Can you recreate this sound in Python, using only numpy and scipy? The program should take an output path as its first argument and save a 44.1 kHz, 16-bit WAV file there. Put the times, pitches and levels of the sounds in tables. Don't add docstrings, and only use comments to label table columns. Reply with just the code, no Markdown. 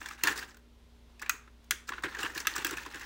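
import sys
import numpy as np
from scipy import signal
from scipy.fft import rfft, irfft, next_fast_len
from scipy.io import wavfile
from scipy.ndimage import uniform_filter1d, map_coordinates

SR = 44100
rng = np.random.default_rng(int(sys.argv[2]) if len(sys.argv) > 2 else 0)


def gain_from_db(level_db):
    decades = np.asarray(level_db, float) / 20
    return 10 ** decades


def transcribe(signal):
    frames = np.atleast_2d(signal).T
    limited = np.clip(frames, -1, 1)
    pcm = np.round(limited * 32767).astype(np.int16)
    wavfile.write(sys.argv[1], SR, pcm)


N = 134505

# [Hz, dB rms]
HUM_LINES = [(26.9, -74.5), (59.2, -59.5), (236.9, -68.5), (296.1, -87.5), (414.5, -77.5)]
# [Hz, dB per Hz]
RUMBLE_SPECTRUM = [(20, -28), (34, -4.5), (71, -5.5), (166, -16.5), (238, -15), (600, -21), (780, -57),
                   (1320, -120)]
# [Hz, dB per Hz]
HISS_SPECTRUM = [(350, -37.5), (600, -4.5), (970, -4), (1160, -6.5), (2270, -9.5), (2470, -9), (3480, -8),
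                 (16000, -30)]
HUM_SWAY_DB, HISS_SWAY_DB = 0.5, 0.6
RUMBLE_DB, HISS_DB, MIC_NOISE_DB = -64.5, -67.5, -81.5
DUCK_S, DUCK_KNEE_DB = 0.26, -38.5

# [s, s, dB, dB]
STROKE_EVENTS = [(0, 0.015, -55.5, 10), (0.022, 0.021, -49, -5), (0.052, 0.026, -50, 3),
                 (0.1, 0.035, -50, 1.5), (0.177, 0.15, -52.5, 0), (0.231, 0.033, -36.5, -1),
                 (0.271, 0.053, -42, 4.5), (0.354, 0.044, -44, 6.5), (0.41, 0.033, -47.5, -0.5),
                 (0.474, 0.042, -59.5, 4), (1.207, 0.14, -53.5, -30), (1.87, 0.0089, -58.5, 11),
                 (1.88, 0.012, -41.5, -3.5), (1.919, 0.075, -52.5, -2), (2.032, 0.023, -35.5, -7),
                 (2.079, 0.22, -49.5, -2.5), (2.182, 0.079, -42, 1), (2.293, 0.063, -54.5, 2.5),
                 (2.345, 0.068, -45, 5), (2.446, 0.012, -44, -8), (2.486, 0.044, -44, 0.5),
                 (2.546, 0.08, -41, -1.5), (2.644, 0.098, -42, 2.5), (2.763, 0.072, -47.5, 2),
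                 (2.848, 0.032, -49.5, 0), (2.899, 0.09, -49, -0.5), (3, 0.069, -50, 3)]
STROKE_RISE_S, STROKE_FALL_DB_PER_S = 0.006, 505
SLIPS_PER_S, SLIP_SPREAD_DB, SLIP_T60_S = 2200, 2.1, 0.02
RUB_DB, RUB_CRISP_DB, RUB_THUD_DB = -2, -7, -13
GRAIN_DB, GRAIN_HZ, GRAIN_OCTAVES, GRAIN_CYCLES = -8, 2205, 0.827, 15

# [Hz, Hz, dB]
HOLLOW_PEAKS = [(949, 282, -3.5), (1350, 653, -3.5), (1718, 350, 0.5), (2700, 373, -9), (3610, 1000, -13)]
# [Hz, Hz, dB]
PAPER_PEAKS = [(4915, 3640, -5.5), (7320, 4180, 1.5), (8560, 5180, -3), (16040, 1200, -9)]
# [Hz, Hz, dB]
BASE_PEAKS = [(296, 69, 10.5), (418, 157, 6.5), (129.7, 110, -2.5)]
HOLLOW_LOW_HZ, HOLLOW_HIGH_HZ = 930, 4170
PATCHY_DB = 2.5

# [Hz, s]
ROOM_DECAY = [(300, 0.86), (1400, 0.4), (4000, 0.33), (10000, 0.3), (15000, 0.2)]
ROOM_DB, ROOM_DELAY_S = -15, 0.006
SCATTER_HZ, RIPPLE_HZ = 500, 50

# start_s, peak_db, pitch_hz, crispness_db, thud_db [s, dB, Hz, dB, dB]
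SETTLE_SNAPS = [(0.015, -26, 1720, -25, -14), (0.059, -26.5, 1760, -12, -26),
                (0.086, -29.5, 2340, -6.5, -40), (0.11, -29, 1280, -17, -22), (0.272, -8.5, 1766, -15, -51),
                (0.281, -10.5, 1640, -20, -33), (0.293, -17.5, 1810, -22, -14.5),
                (0.376, -32.5, 1880, 2, -33), (0.426, -26.5, 1590, -21.5, -17.5),
                (0.544, -43, 1500, -7, -23.5), (0.569, -45.5, 1500, -2.5, -29),
                (0.592, -58, 1600, -5.5, -11.5)]
PICK_UP_SNAPS = [
    (1.195, -37.5, 2560, -6, -22),
    (1.217, -31, 1150, -7, -24),
    (1.223, -24, 1660, -14, -20),
    (1.261, -28, 2400, -20, -41),
    (1.476, -41.5, 1330, -25, -15.5),
    (1.642, -61, 1580, 5, -10),
]
PRESS_SNAPS = [(1.89, -21.5, 1350, -9.5, -17.5), (1.92, -22.5, 1080, -35.5, -24),
               (1.935, -23, 1476, -36, -27), (1.981, -25.5, 1500, -40, -24), (2.023, -38.5, 1090, -6, -35),
               (2.036, -19.5, 1270, -18, -6.5), (2.056, -25.5, 1540, -38, -9),
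               (2.148, -23.5, 1830, -22, -38), (2.168, -27.5, 1590, -22, -13.5),
               (2.192, -25, 1610, -26, -12), (2.234, -21.5, 1610, -25, -13), (2.359, -25, 1790, -26, -13),
               (2.402, -32, 2180, 0.5, -12),
               (2.556, -37, 1870, 3.5, -20), (2.562, -19.5, 1210, -5.5, -46), (2.58, -22, 1550, -8.5, -12),
              (2.709, -25.5, 1440, -4, -14), (2.726, -24, 1670, -44, -14), (2.771, -24.5, 2540, -9.5, -28),
              (2.782, -22, 1652, -20, -39), (2.862, -27.5, 1064, -14.5, -10),
              (2.944, -24.5, 1716, -15, -16.5), (2.956, -32.5, 1620, -4, -34), (2.995, -37, 1790, -4, -18),
              (3.011, -26.5, 1820, -35, -21)]
SNAP_T60_S, CRISP_T60_S, RING_T60_S, THUD_T60_S = 0.045, 0.024, 0.032, 0.065
SNAP_RISE_S, THUD_RISE_S = 0.0006, 0.0052
BODY_DB, RING_DB, CRISP_DB, THUD_DB = -14, -13, -1.5, 1

# [s, dB, Hz]
TICK_EVENTS = [(0.0163, -36.5, 1320), (.0595, -30, 3500), (0.1788, -43, 2650), (.208, -50, 2830),
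               (.257, -29, 3050), (0.2778, -23, 2740), (.305, -35, 1720), (.32, -34, 1760),
               (0.328, -26.5, 1770), (.337, -39, 7000), (0.386, -32, 1800), (.397, -30.5, 1900),
               (.509, -43, 5070), (1.204, -42, 5000), (1.232, -30, 2000), (1.722, -26.5, 1600),
               (2.041, -31, 3770), (2.051, -28, 2400), (2.066, -38, 2950), (2.1, -43, 4420),
               (2.124, -37, 1410), (2.136, -42, 2510), (2.158, -30, 1680), (2.212, -32, 4100),
               (2.225, -32, 1270), (2.238, -36, 1600), (2.249, -26.5, 3000), (2.26, -28, 3100),
               (2.483, -30, 1980), (2.516, -34, 1720), (2.539, -28, 4430), (2.592, -30, 3650),
               (2.66, -40, 2700), (2.738, -35.5, 980), (2.798, -35, 2526), (2.852, -38, 3520),
               (2.903, -46, 3920), (2.925, -41, 5250), (3.034, -33, 1900)]
TICK_CYCLES, TICK_CRACK_T60_S, TICK_CRACK_DB = 26, 0.0054, -14.5

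# [s, dB, dB, dB, dB]
POP_EVENTS = [
    (0.236, -10, -9.5, -8, -44),
    (1.295, -11.5, -12, -9, -55),
    (1.709, -9.5, -9, -15, -29),
    (2.231, -22, -18, -14, -45),
    (2.377, -17, -21, -17, -40),
    (2.47, -8, -19.5, -15, -37.5),
    (2.647, -13.5, -17.5, -9.5, -24.5),
    (2.668, -26.5, -1.5, -2, -40),
]
# [Hz, dB]
POP_RING_MODES = [
    [(930, -2.5), (1724, -13), (1916, -10.5), (2700, 3.5), (4300, -3.5), (7036, -7.5)],
    [(1245, -0.5), (1379, 4), (1940, 2), (2500, 2.5), (3470, -12), (6470, 0.5)],
    [(1447, -5), (1660, 0), (1960, -6), (2618, -13), (3330, -4), (6110, -6), (6755, -14)],
    [(1700, -1), (2800, 7.5), (4800, -8), (7300, -3)],
    [(1700, 0), (2435, -4), (4300, -15)],
    [(1285, 1), (1660, -0.5), (2635, -4.5), (3471, -5), (4300, -11), (6100, -5)],
    [(1620, 5), (2725, -5), (3300, -5.5), (7800, -3)],
    [(1680, 2), (2570, -7), (7400, 2)],
]
# [Hz, Hz, dB]
PLEAT_PEAKS = [(1500, 700, 3.5), (2600, 900, 1.5), (4100, 2000, -5)]
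# [Hz, Hz, dB]
POP_CRACK_PEAKS = [(6640, 2650, -1.5), (8400, 4840, -5)]
# [Hz, Hz, dB]
POP_SHEEN_PEAKS = [(11700, 4000, -17), (15560, 1300, 2.5)]
POP_T60_S, POP_CRACK_T60_S, POP_RING_T60_S, POP_THUD_T60_S = 0.044, 0.0091, 0.048, 0.09
POP_BODY_DB, POP_CRACK_DB, POP_RING_DB = -11, 1.5, -17
POP_RISE_S, POP_LINGER_T60_S, POP_LINGER_DB = 0.0001, 0.2, -18

TOP_HZ, EDGE_HZ = 15850, 110


def unit(x):
    return x / np.sqrt(np.mean(x ** 2) + 1e-20)


def along(points, hz):
    f, v = np.transpose(points)
    return np.interp(np.log(hz + 1), np.log(f + 1), v)


def wobble(rate):
    knots = rng.standard_normal(int(N * rate / SR) + 4)
    return map_coordinates(knots, [np.arange(N) * rate / SR])


def fade(t, t60, rise):
    return gain_from_db(-60 * t / t60) * (1 - np.exp(-t / rise))


def filtered(x, response):
    m = next_fast_len(N + SR // 2)
    return irfft(rfft(x, m) * response(np.fft.rfftfreq(m, 1 / SR)), m)[..., :N]


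def through(x, peaks):
    def shape(f):
        total = 0
        for k, (center, width, db) in enumerate(peaks):
            damping = 1j * f * width
            total = total + (-1) ** k * gain_from_db(db) * damping / (center ** 2 - f * f + damping)
        return total

    power = np.mean(np.abs(shape(np.linspace(0, SR / 2, num=4000))) ** 2)
    return filtered(x, shape) / np.sqrt(power)


def low_cut(f):
    return (1j * f / (HOLLOW_LOW_HZ + 1j * f)) ** 2


def hollow(x):
    def edges(f):
        return low_cut(f) / (1 + 1j * f / HOLLOW_HIGH_HZ) ** 2

    return 2 * filtered(through(x, HOLLOW_PEAKS), edges)


def patchy(x):
    z = signal.stft(x, nperseg=256)[2]
    field = uniform_filter1d(rng.standard_normal(z.shape), size=7, axis=0)
    field = uniform_filter1d(field, size=5, axis=1)
    gain = gain_from_db(PATCHY_DB * unit(field))
    gain = gain / np.sqrt(np.mean(gain ** 2))
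    return signal.istft(z * gain, nperseg=256)[1][:len(x)]


def ducked(air, paper):
    memory = np.exp(-np.arange(SR) / SR / DUCK_S)
    recent = np.abs(signal.fftconvolve(paper ** 2, memory / memory.sum())[:N])
    return air / np.sqrt(1 + recent / gain_from_db(2 * DUCK_KNEE_DB))


def background(paper):
    t = np.arange(N) / SR
    hum = np.zeros(N)
    for hz, db in HUM_LINES:
        level = np.sqrt(2) * gain_from_db(db + HUM_SWAY_DB * wobble(5.2))
        hum += level * np.sin(2 * np.pi * hz * t + 0.19 * wobble(8.5))

    def air(points):
        return unit(filtered(rng.standard_normal(N), lambda hz: gain_from_db(along(points, hz))))

    rumble = gain_from_db(RUMBLE_DB) * air(RUMBLE_SPECTRUM)
    hiss = gain_from_db(HISS_DB + HISS_SWAY_DB * wobble(9.7)) * ducked(air(HISS_SPECTRUM), paper)
    return hum + rumble + hiss


def slips():
    s, size = rng.random((int(SLIPS_PER_S * N / SR), 2)).T
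    impulses = np.bincount((s * N).astype(int), gain_from_db(-SLIP_SPREAD_DB * np.log(1 - size)), N)
    tail = gain_from_db(-60 * np.arange(SR // 20) / SR / SLIP_T60_S)
    return unit(signal.fftconvolve(impulses, tail)[:N])


def grains():
    count = int(SLIPS_PER_S * N / SR)
    s, size = rng.random((count, 2)).T
    k = np.arange(SR // 50)
    pitch = np.clip(GRAIN_HZ * 2 ** (GRAIN_OCTAVES * rng.standard_normal(count)), 800, 15000)
    cycles = pitch[:, None] * k / SR
    level = gain_from_db(-SLIP_SPREAD_DB * np.log(1 - size))[:, None]
    tones = level * np.sin(2 * np.pi * cycles) * cycles * np.exp(-np.pi * cycles / GRAIN_CYCLES)
    where = (s * N).astype(int)[:, None] + k
    return unit(np.bincount(where.ravel(), tones.ravel(), N)[:N])


def rub():
    t, level, crisp = np.arange(N) / SR, np.zeros(N), np.zeros(N)
    for s, length, db, crisp_db in STROKE_EVENTS:
        fall_db = STROKE_FALL_DB_PER_S * np.clip(t - s - length, 0, None)
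        press = np.clip((t - s) / STROKE_RISE_S, 0, 1) * gain_from_db(db - fall_db)
        level += press
        crisp += press * gain_from_db(crisp_db)
    noise = [patchy(white) for white in rng.standard_normal((3, N))]
    base = through(gain_from_db(RUB_THUD_DB + 4.04 * wobble(24.67)) * level * noise[2], BASE_PEAKS)
    body = hollow(level * slips() * noise[0])
    folds = gain_from_db(GRAIN_DB) * level * grains()
    paper = gain_from_db(RUB_CRISP_DB) * through(crisp * slips() * noise[1], PAPER_PEAKS)
    return gain_from_db(RUB_DB) * (body + folds + paper + base)


def scattered(x):
    z = rfft(x, 2 * len(x))

    def smooth(hz):
        size = round(hz * 2 * len(x) / SR)
        return np.abs(uniform_filter1d(np.abs(z) ** 2, size=size)) + 1e-12

    return irfft(z * np.sqrt(smooth(SCATTER_HZ) / smooth(RIPPLE_HZ)))


def room(x):
    out, step = np.zeros(N + SR), SR // 5
    for start in range(0, N, step):
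        hz, t, z = signal.stft(rng.standard_normal(SR // 2), SR, nperseg=256)
        decay = gain_from_db(-60 * t / along(ROOM_DECAY, hz)[:, None])
        tail = signal.istft(z * decay, SR, nperseg=256)[1]
        wet = signal.fftconvolve(scattered(x[start:start + step]), tail / np.linalg.norm(tail))
        at = start + round(ROOM_DELAY_S * SR)
        out[at:at + len(wet)] += wet
    return out[:N]


def snaps():
    layers, t = np.zeros((4, N + SR)), np.arange(SR // 10) / SR
    for s, db, hz, crisp_db, thud_db in SETTLE_SNAPS + PICK_UP_SNAPS + PRESS_SNAPS:
        noise = rng.standard_normal((3, len(t)))
        ring = np.sin(2 * np.pi * hz * t)
        for ratio in rng.normal(1, 0.029, size=3):
            ring += 0.5 * np.sin(2 * np.pi * hz * ratio * t)
        burst = [gain_from_db(BODY_DB) * fade(t, SNAP_T60_S, SNAP_RISE_S) * noise[0],
                 gain_from_db(CRISP_DB + crisp_db) * fade(t, CRISP_T60_S, SNAP_RISE_S) * noise[1],
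                 gain_from_db(THUD_DB + thud_db) * fade(t, THUD_T60_S, THUD_RISE_S) * noise[2],
                 gain_from_db(RING_DB) * fade(t, RING_T60_S, SNAP_RISE_S) * ring]
        at = round(s * SR)
        layers[:, at:at + len(t)] += gain_from_db(db) * np.array(burst)
    body, crisp, thud, ring = layers[:, :N]
    return hollow(body) + patchy(through(crisp, PAPER_PEAKS)) + through(thud, BASE_PEAKS) + ring


def ticks():
    out, t = np.zeros(N + SR), np.arange(SR // 40) / SR
    for s, db, hz in TICK_EVENTS:
        tone = np.sin(2 * np.pi * hz * t) * gain_from_db(-60 * t * hz / TICK_CYCLES)
        crack = np.gradient(rng.standard_normal(len(t))) * gain_from_db(TICK_CRACK_DB - 60 * t / TICK_CRACK_T60_S)
        at = round(s * SR)
        out[at:at + len(t)] += gain_from_db(db) * (tone + crack) * (1 - np.exp(-t / POP_RISE_S))
    return out[:N]


def pops():
    layers, t = np.zeros((5, N + SR)), np.arange(SR // 4) / SR
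    crack = fade(t, POP_CRACK_T60_S, POP_RISE_S) + 0.05 * fade(t, POP_T60_S, POP_RISE_S)
    crack = gain_from_db(POP_CRACK_DB) * crack
    for (s, db, crisp_db, sheen_db, thud_db), modes in zip(POP_EVENTS, POP_RING_MODES):
        noise = rng.standard_normal((5, len(t)))
        ring = np.zeros(len(t))
        for hz, level in modes:
            decay = fade(t, POP_RING_T60_S * np.sqrt(1500 / hz), POP_RISE_S)
            ring += gain_from_db(level) * np.sin(2 * np.pi * hz * t) * decay
        linger = through(noise[4], [(hz, hz / 12, level) for hz, level in modes])[:len(t)]
        ring += gain_from_db(POP_LINGER_DB) * fade(t, POP_LINGER_T60_S, THUD_RISE_S) * linger
        burst = [gain_from_db(POP_BODY_DB) * fade(t, POP_T60_S, POP_RISE_S) * noise[0],
                 gain_from_db(crisp_db) * crack * noise[1],
                 gain_from_db(sheen_db) * crack * noise[3],
                 gain_from_db(thud_db) * fade(t, POP_THUD_T60_S, THUD_RISE_S) * noise[2],
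                 gain_from_db(POP_RING_DB) * ring]
        at = round(s * SR)
        layers[:, at:at + len(t)] += gain_from_db(db) * np.array(burst)
    body, crisp, sheen, thud, ring = layers[:, :N]
    crisp = 2 * filtered(through(crisp, POP_CRACK_PEAKS), lambda f: 1 / (1 + 1j * f / 9000) ** 2)
    pleat = through(body, PLEAT_PEAKS) + crisp + through(sheen, POP_SHEEN_PEAKS) + 2 * ring
    return filtered(pleat, lambda f: low_cut(f) ** 2) + through(thud, BASE_PEAKS)


def scene():
    paper = pops() + snaps() + rub() + ticks()
    return (paper + gain_from_db(ROOM_DB) * room(paper) + background(paper))[None]


def roll_off(x):
    return signal.sosfilt(signal.butter(12, 17110, fs=SR, output="sos"), x)


def record(dry):
    def edge(hz):
        slope = 0.5 - 0.5 * np.tanh((hz - TOP_HZ) / EDGE_HZ)
        skirt = gain_from_db(-15 - np.abs(hz - TOP_HZ) / 40)
        return np.maximum(slope, skirt)

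    mic_noise = gain_from_db(MIC_NOISE_DB) * rng.standard_normal(dry.shape)
    return roll_off(filtered(dry + mic_noise, edge))


dry = scene()
out = record(dry)
transcribe(out)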